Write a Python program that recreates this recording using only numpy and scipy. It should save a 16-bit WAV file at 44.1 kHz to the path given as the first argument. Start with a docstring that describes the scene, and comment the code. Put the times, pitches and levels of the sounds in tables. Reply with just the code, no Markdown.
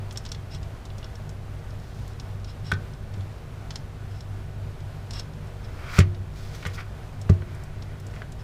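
"""Handwork on the rotor and brush holder of a small motor at a workbench, heard close up.
Throughout: workshop rumble, fan air and mains hum, as shaped noise and wavering sines.
From 0.1 s a steel probe ticks on the holder (noise snap + modes); from 0.5 s it scratches (random slips).
From 0.5 s the bench booms softly (pushed modes); from 1.8 s parts slide with rasp and hiss (random slips).
From 2.7 s parts clack (rattle + frame modes); the bench booms loudest for drops at 6.0 s and 7.3 s."""
import sys
import numpy as np
from scipy import signal
from scipy.fft import rfft, irfft, next_fast_len
from scipy.io import wavfile

SR = 44100
rng = np.random.default_rng(int(sys.argv[2]) if len(sys.argv) > 2 else 0)


def waveform_to_disk(signal):
    """Save audio, clipped to [-1, 1], as 16-bit WAV at the path in sys.argv[1]."""
    frames = np.transpose(np.atleast_2d(signal))
    scaled = np.clip(frames, -1, 1) * 32767
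    samples = np.round(scaled).astype(np.int16)
    wavfile.write(sys.argv[1], SR, samples)


N = 371889  # samples


def gain_of(db):
    """Decibels to amplitude."""
    return 10 ** (np.asarray(db) / 20)


def evened(x):
    """Scales to rms 1."""
    return x / np.sqrt(np.mean(x ** 2) + 1e-20)


def read(points, hz):
    """Interpolates a table on a log-frequency axis."""
    f, value = np.transpose(points)
    return np.interp(np.log(hz + 1), np.log(f + 1), value)


def add(mix, start_s, sound):
    """Mixes a sound in at a time."""
    part = mix[round(start_s * SR):][:len(sound)]
    part += sound[:len(part)]


def coloured(x, spectrum):
    """Filters a long sound by a spectrum, to rms 1."""
    size = next_fast_len(len(x))
    gain = gain_of(read(spectrum, np.fft.rfftfreq(size, 1 / SR)))
    return evened(irfft(rfft(x, size) * gain, size)[:len(x)])


def drift(rate_hz):
    """Slow random motion of rms 1."""
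    count = int(N / SR * rate_hz) + 4
    fine = count * 8
    curve = signal.resample(rng.standard_normal(count), fine)
    return evened(np.interp(np.linspace(0, fine - 1, N), np.arange(fine), curve))


def ring(modes, size=16384):
    """Impulse response of a body: dying sines."""
    t = np.arange(size) / SR
    return sum(gain_of(db - 60 * t / t60_s) * np.sin(2 * np.pi * hz * t) for hz, db, t60_s in modes)


def struck(modes, centre_hz, focus_db, size=8192):
    """Ringing of energy 1; the touched spot favours modes near one frequency."""
    excited = []
    for hz, db, t60_s in modes:
        off_centre_db = focus_db * np.log2(hz / centre_hz) ** 2
        excited.append((hz, db - off_centre_db + rng.standard_normal(), t60_s))
    answer = ring(excited, size=size)
    return answer / np.linalg.norm(answer)


def contact(spectrum, tilt_db_per_octave, pivot_hz, rattle_s, size=4096):
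    """Dying burst of tiny collisions, minimum-phase colour tilted above a pivot; energy 1."""
    hz, t = abs(np.fft.fftfreq(size, 1 / SR)), np.arange(size) / SR
    tilt_db = tilt_db_per_octave * np.log2(np.maximum(hz / pivot_hz, 1))
    log_gain = np.log(gain_of(read(spectrum, hz) + tilt_db))
    causal_gain = np.exp(np.conj(signal.hilbert(log_gain)))
    chatter = rng.choice([-1, 1], size) * np.exp(-t / max(rattle_s, 1e-4))
    burst = np.fft.ifft(np.fft.fft(chatter) * causal_gain).real
    return burst / np.linalg.norm(burst)


# fan and building rumble spectrum: f/Hz, relative level/dB
RUMBLE_SPECTRUM = [(8.8, -31), (15, 2), (39, -8), (70, -2), (81, -9), (102, -3.5), (124, -6), (156, -5.5),
                   (173, -20), (210, -15), (320, -32), (420, -58.5), (700, -120)]
# fan air spectrum: f/Hz, relative level/dB
AIR_SPECTRUM = [(160, -0.5), (280, -3), (354, -4.5), (385, -2.5), (412, -5.5), (463, -3.5), (504, -6),
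                (627, -2), (820, -7.5), (1450, -11), (2440, -16.5), (3420, -19.5), (6470, -26.5),
                (14700, -35), (15500, -39)]
# mains hum and fan tones: f/Hz, rms level/dB, unsteadiness/share of level
HUM_TONES = [(51.3,-46,0.35), (98.3,-39.5,0.28), (148.7,-51,0.59), (384.3,-60,0.054), (470,-62,1),
             (775,-66,0.28), (890,-80,0.28), (1480,-67,1.)]


def workshop(rumble_db=-38.5, air_db=-47, swell_db=0.75):
    """Fans and building: shaped noise, gently swelling air, tones wavering in level and phase."""
    t = np.arange(N) / SR
    rumble = gain_of(rumble_db) * coloured(rng.standard_normal(N), RUMBLE_SPECTRUM)
    air = gain_of(air_db + swell_db * drift(8)) * coloured(rng.standard_normal(N), AIR_SPECTRUM)
    hum = np.zeros(N)
    for hz, db, unsteady in HUM_TONES:
        waver = 1 + unsteady * (drift(12) + 1j * drift(12))
        tone = (waver * np.exp(2j * np.pi * (hz * t + rng.random()))).real
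        hum += gain_of(db) * evened(tone)
    return rumble + air + hum


def faint_ticks(per_s=1.8, level_db=-53, spread_db=2.5, ringing_db=3, centre_hz=5550, octaves=0.21):
    """Shifting grip: faint contacts at random times, as rows like those of TICK_EVENTS."""
    count = int(per_s * N / SR)
    rows = []
    for when, force, spot in rng.uniform(-1, 1, (count, 3)):
        start_s = abs(when) * N / SR
        rows.append((start_s, level_db + spread_db * force, ringing_db, centre_hz * 2 ** (octaves * spot)))
    return rows


# light contacts of probe tip, springs, holder: t/s, relative level/dB, relative ringing/dB, mode centre f/Hz
TICK_EVENTS = [(0.1086,-34.5,-15,4900), (.1241,-39,-8,7300), (0.158,-33.5,-6,3960), (.173,-27.5,7.5,6050),
               (0.2512,-33.5,-7,4800), (.262,-30.5,0,4500), (0.289,-40.5,4,5500), (.3169,-26,-1,5460),
               (0.3463,-35,1,4270), (0.5468,-34,-12,5160), (.629,-39.5,-14,5000), (.853,-38.5,-5,5600),
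               (.902,-44.5,7,3400), (0.9818,-38.5,-17,5900), (1.0281,-42,8.5,2930), (1.043,-39.5,10,4300),
               (1.1543,-44.5,10,5500), (1.292,-38.5,-5,6350), (1.705,-50,9,5200), (2.0776,-43.5,-11,7400),
               (2.198,-34.5,2,4900), (2.4443,-38,-1,4770), (2.7353,-34,3,4600), (2.935,-44,-3,5400),
               (3.139,-40,-6,4500), (3.207,-42,-6,4200), (3.7058,-28,-11,4500), (3.7568,-27,0,5000),
               (4.2061,-40,5.5,5670), (4.803,-45,-1,4800), (5.1076,-32,4.5,5370), (5.1333,-34,2,5400),
               (5.195,-29.5,7.5,5430), (5.3354,-51.5,6,5500), (5.988,-17,-5,5950), (6.1455,-41,-4,3970),
               (6.668,-33.5,-12,7400), (7.2139,-38,2,6450), (7.296,-32,-3,5500), (7.548,-46,-4,7500),
               (7.636,-42.5,-3,7100), (7.8222,-38,3,4800), (7.999,-44,-4,7400), (8.066,-40.5,-4,6500),
               (8.32,-39.5,-16,6300)]
# bare contact spectrum: f/Hz, relative level/dB
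TICK_SPECTRUM = [(200,-27), (1000,-1), (2500,-8.5), (3400,-2.5), (5500,-1.5), (7500,-2.5), (10000,-10.5),
                 (15000,-16.5)]
# brush holder modes: f/Hz, relative level/dB, t60/s
HOLDER_MODES = [(1490,-6,.03), (2300,-9,.017), (2884,2,0.038), (3385,1.5,0.032), (3920,-3,0.016),
                (4230,1,0.014), (5100,-0.5,0.019), (5453,4,0.025), (6200,-6,0.017), (7080,-14,0.018),
                (8400,-3,0.0103)]
NEUTRAL_HZ, TILT_DB = 6280, 24  # harder spot: brighter by dB/octave of tilt per octave above neutral


def ticks(level_db=17, ring_db=-3, rattle_s=0.0055, rise_s=0.00067, focus_db=28, snap_focus_db=3.5):
    """Small steel parts slip and catch: dry snap, brief holder ringing."""
    out, t = np.zeros(N), np.arange(4096) / SR
    onset = 1 - np.exp(-t / rise_s)
    for start_s, db, ringing_db, centre_hz in TICK_EVENTS + faint_ticks():
        colour = [(hz, colour_db - snap_focus_db * abs(np.log2(hz / centre_hz)))
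                  for hz, colour_db in TICK_SPECTRUM]
        snap = contact(colour, TILT_DB * np.log2(centre_hz / NEUTRAL_HZ), 3750, rattle_s)
        holder = gain_of(ring_db + ringing_db) * struck(HOLDER_MODES, centre_hz, focus_db, size=4096)
        add(out, start_s, gain_of(db + level_db) * onset * (snap + holder))
    return out


def friction(slips_per_s, spread_db):
    """Dense tiny slips of uneven size."""
    size = gain_of(spread_db * np.minimum(rng.exponential(1, N), 4))
    return size * rng.choice([-1, 1], N) * (rng.random(N) < slips_per_s / SR)


def pressure(length_s, rise_db=0, attack_s=0.018, release_s=0.013):
    """One stroke: takes hold, pressure changes by rise_db up to its end, lets go."""
    t = np.arange(0, length_s + 10 * release_s, 1 / SR)
    hold = gain_of(rise_db * (np.minimum(t / length_s, 1) - 1))
    release = np.exp(-np.maximum(t - length_s, 0) / release_s)
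    return np.minimum(t / attack_s, 1) * hold * release


# probe dragging over holder: t/s, length/s, relative level/dB
SCRATCH_STROKES = [(0.501,0.058,-46.5), (2.468,.035,-48.5), (2.637,0.071,-46), (4.09,0.1,-59),
                   (5.12,0.078,-41.5), (5.632,.018,-50), (8.378,0.033,-55)]
# shaft and fingers sliding in frame: t/s, length/s, relative rasp/dB, hiss/dB, pressure rise/dB
SLIDE_STROKES = [(1.805,0.33,-77,-60.5,1), (5.588,0.2,-60.5,-69,-3), (5.77,0.22,-32.5,-38,23),
                 (6.344,0.31,-58,-55,-0.5), (6.529,0.023,-51,-49.5,9), (6.653,0.07,-49,-58,-2),
                 (6.725,0.035,-52,-46.5,0), (6.764,0.046,-38,-53,6.5), (7.45,0.53,-59,-79,-2),
                 (8.128,0.09,-57,-67,0)]


def strokes(hiss_power=1.45):
    """Strength over time of scratch, rasp and hiss; hiss grows faster with pressure than rasp."""
    scratch, rasp, hiss = np.zeros((3, N))
    for start_s, length_s, db in SCRATCH_STROKES:
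        add(scratch, start_s, gain_of(db) * pressure(length_s))
    for start_s, length_s, rasp_db, hiss_db, rise_db in SLIDE_STROKES:
        force = pressure(length_s, rise_db)
        add(rasp, start_s, gain_of(rasp_db) * force)
        add(hiss, start_s, gain_of(hiss_db) * force ** hiss_power)
    return scratch, rasp, hiss


# motor frame modes, also in clacks: f/Hz, relative level/dB, t60/s
FRAME_MODES = [(1010,-10,.04), (1310,-14,0.018), (1360,-18,.05), (1513,11.5,0.023), (1650,1,.022),
               (2120,-18,.03), (2460,-14,0.04), (3270,6.5,0.018), (3600,4,.02)]
# shaft rasp spectrum: f/Hz, relative level/dB
RASP_SPECTRUM = [(400,-21), (800,-2), (1300,8.5), (1800,8.5), (2400,8), (3100,-8.5), (4800,-4), (7000,-29),
                 (12000,-45)]
# finger hiss spectrum: f/Hz, relative level/dB
HISS_SPECTRUM = [(1500, -14), (3500, 4.5), (5500, 3), (8000, -5.5), (11000, -10.5), (15000, -11)]


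def scrapes(scratch_db=-2, holder_db=4, frame_db=-9, judder_db=2.0):
    """Slips under each stroke: probe excites holder, shaft judders and rasps in frame, fingers hiss."""
    slips = friction(4000, 1.2)
    rubs = friction(5000, 0.95) * gain_of(judder_db * drift(150))
    holder = evened(signal.oaconvolve(slips, struck(HOLDER_MODES, centre_hz=5050, focus_db=14))[:N])
    frame = evened(signal.oaconvolve(rubs, struck(FRAME_MODES, centre_hz=2200, focus_db=17))[:N])
    scratch = gain_of(scratch_db) * evened(coloured(slips, TICK_SPECTRUM) + gain_of(holder_db) * holder)
    rasp = evened(coloured(rubs, RASP_SPECTRUM) + gain_of(frame_db) * frame)
    hiss = coloured(friction(7000, 3.375), HISS_SPECTRUM)
    scratch_strength, rasp_strength, hiss_strength = strokes()
    return scratch * scratch_strength + rasp * rasp_strength + hiss * hiss_strength


# weight landing on bench: t/s, relative level/dB, contact time/s
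THUMP_EVENTS = [(0.546,-26,0.0015), (2.7253,-15.5,0.00087), (3.172,-21.5,0.0014), (5.9865,1,0.0014),
                (6.657,-16.5,0.0054), (7.2962,-0.5,0.0013)]
# bench top modes: f/Hz, relative level/dB, t60/s
BENCH_MODES = [(93,4.5,0.14), (98.8,3.5,0.075), (128,-5,0.083), (187,-5,0.043), (283,-25,0.15),
               (375,-16.5,0.069), (438,-21,0.08), (630,-20.5,0.032)]
# workshop standing waves: f/Hz, relative level/dB, t60/s
STANDING_WAVES = [(163,-28.5,0.58), (355,-37,0.86), (649,-44.5,0.89)]


def thumps(lowest_hz=38):
    """Soft push through the mat: bench booms, room hums; longer contact is duller."""
    out, t = np.zeros(N), np.arange(1024) / SR
    # neighbouring modes start in opposite directions, so the boom swells
    bench = ring(BENCH_MODES[::2]) - ring(BENCH_MODES[1::2])
    # slower flexing hardly radiates
    b, a = signal.butter(1, lowest_hz, "high", fs=SR)
    boom = signal.lfilter(b, a, bench + ring(STANDING_WAVES))
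    for start_s, db, contact_s in THUMP_EVENTS:
        push = np.sin(np.pi * np.minimum(t / contact_s, 1)) ** 2
        add(out, start_s, gain_of(db) * signal.fftconvolve(push / push.sum(), boom))
    return out


# heavy parts meeting: t/s, relative level/dB, relative treble/dB, rattle decay/s,
# relative frame ringing/dB, mode centre f/Hz
CLACK_EVENTS = [(2.7169,-27.5,4,0.0054,9.5,1650), (2.7202,-21.5,-14,0.0032,4.5,2010),
                (5.9834,-19,-16,0.0029,-10,2100), (5.9888,-15,-11.5,0.0017,-7,700),
                (6.0025,-17.5,-4,0.0091,-9,2400), (6.6263,-32,-6,0.0074,-12,2300),
                (6.6524,-27,-5,0.0078,0.5,1000), (6.662,-25,-9,0.00639,-6,2000),
                (7.2932,-25,-23,0.0075,-11,1700), (7.4215,-38,-29,0.002,0,1400),
                (8.1379,-40,-1,0.004345,-12,1800), (8.162,-36,-15,0.015,-6,1800),
                (8.219,-33,-17,0.0038,-0.5,1400)]
# bare clack spectrum: f/Hz, relative level/dB
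CLACK_SPECTRUM = [(100,-42.5), (400,7.5), (800,-5), (1400,2.5), (2200,4), (3500,-7.5), (7000,-20),
                  (15000,-39)]


def clacks(level_db=18, tilt=0.44, usual_treble_db=-8, focus_db=11):
    """Rotor and frame knock and rattle; the frame rings, more or less per knock."""
    out = np.zeros(N)
    for start_s, db, treble_db, rattle_s, ringing_db, centre_hz in CLACK_EVENTS:
        knock = contact(CLACK_SPECTRUM, tilt * (treble_db - usual_treble_db), 1200, rattle_s)
        frame = struck(FRAME_MODES, centre_hz, focus_db)
        add(out, start_s, gain_of(db + level_db) * knock)
        add(out, start_s, gain_of(db + level_db + ringing_db) * frame)
    return out


# workshop reverberation: f/Hz, t60/s
ROOM_DECAY = [(100, 1), (400, 0.27), (1500, 0.19), (5000, 0.14), (14000, 0.043)]


def room(x, size=22050, gap_s=0.006, reflections_per_s=3000):
    """Sparse reflections from shelves and walls, each band dying at its own speed."""
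    present = (rng.random(size) < reflections_per_s / SR) * (np.arange(size) > gap_s * SR)
    taps = rng.choice([-1., 1.], size) * present
    hz, t, bands = signal.stft(taps, SR, nperseg=256)
    decay = gain_of(-60 * t / read(ROOM_DECAY, hz)[:, None])
    tail = signal.istft(bands * decay, SR, nperseg=256)[1]
    return signal.oaconvolve(x, tail / np.linalg.norm(tail))[:N]


def scene(metal_room_db=-15, bench_room_db=-25):
    """Close handling sounds, their reflections and the workshop background."""
    metal = ticks() + clacks() + scrapes()
    bench = thumps()
    reflections = room(gain_of(metal_room_db) * metal + gain_of(bench_room_db) * bench)
    return (metal + bench + reflections + workshop())[None]


def record(dry, edge_hz=15600):
    """Band limit: steep linear-phase low-pass."""
    lowpass = signal.firwin(511, edge_hz, window=("kaiser", 9), fs=SR)
    return signal.oaconvolve(dry, lowpass[None], "same")


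dry = scene()
out = record(dry)
waveform_to_disk(out)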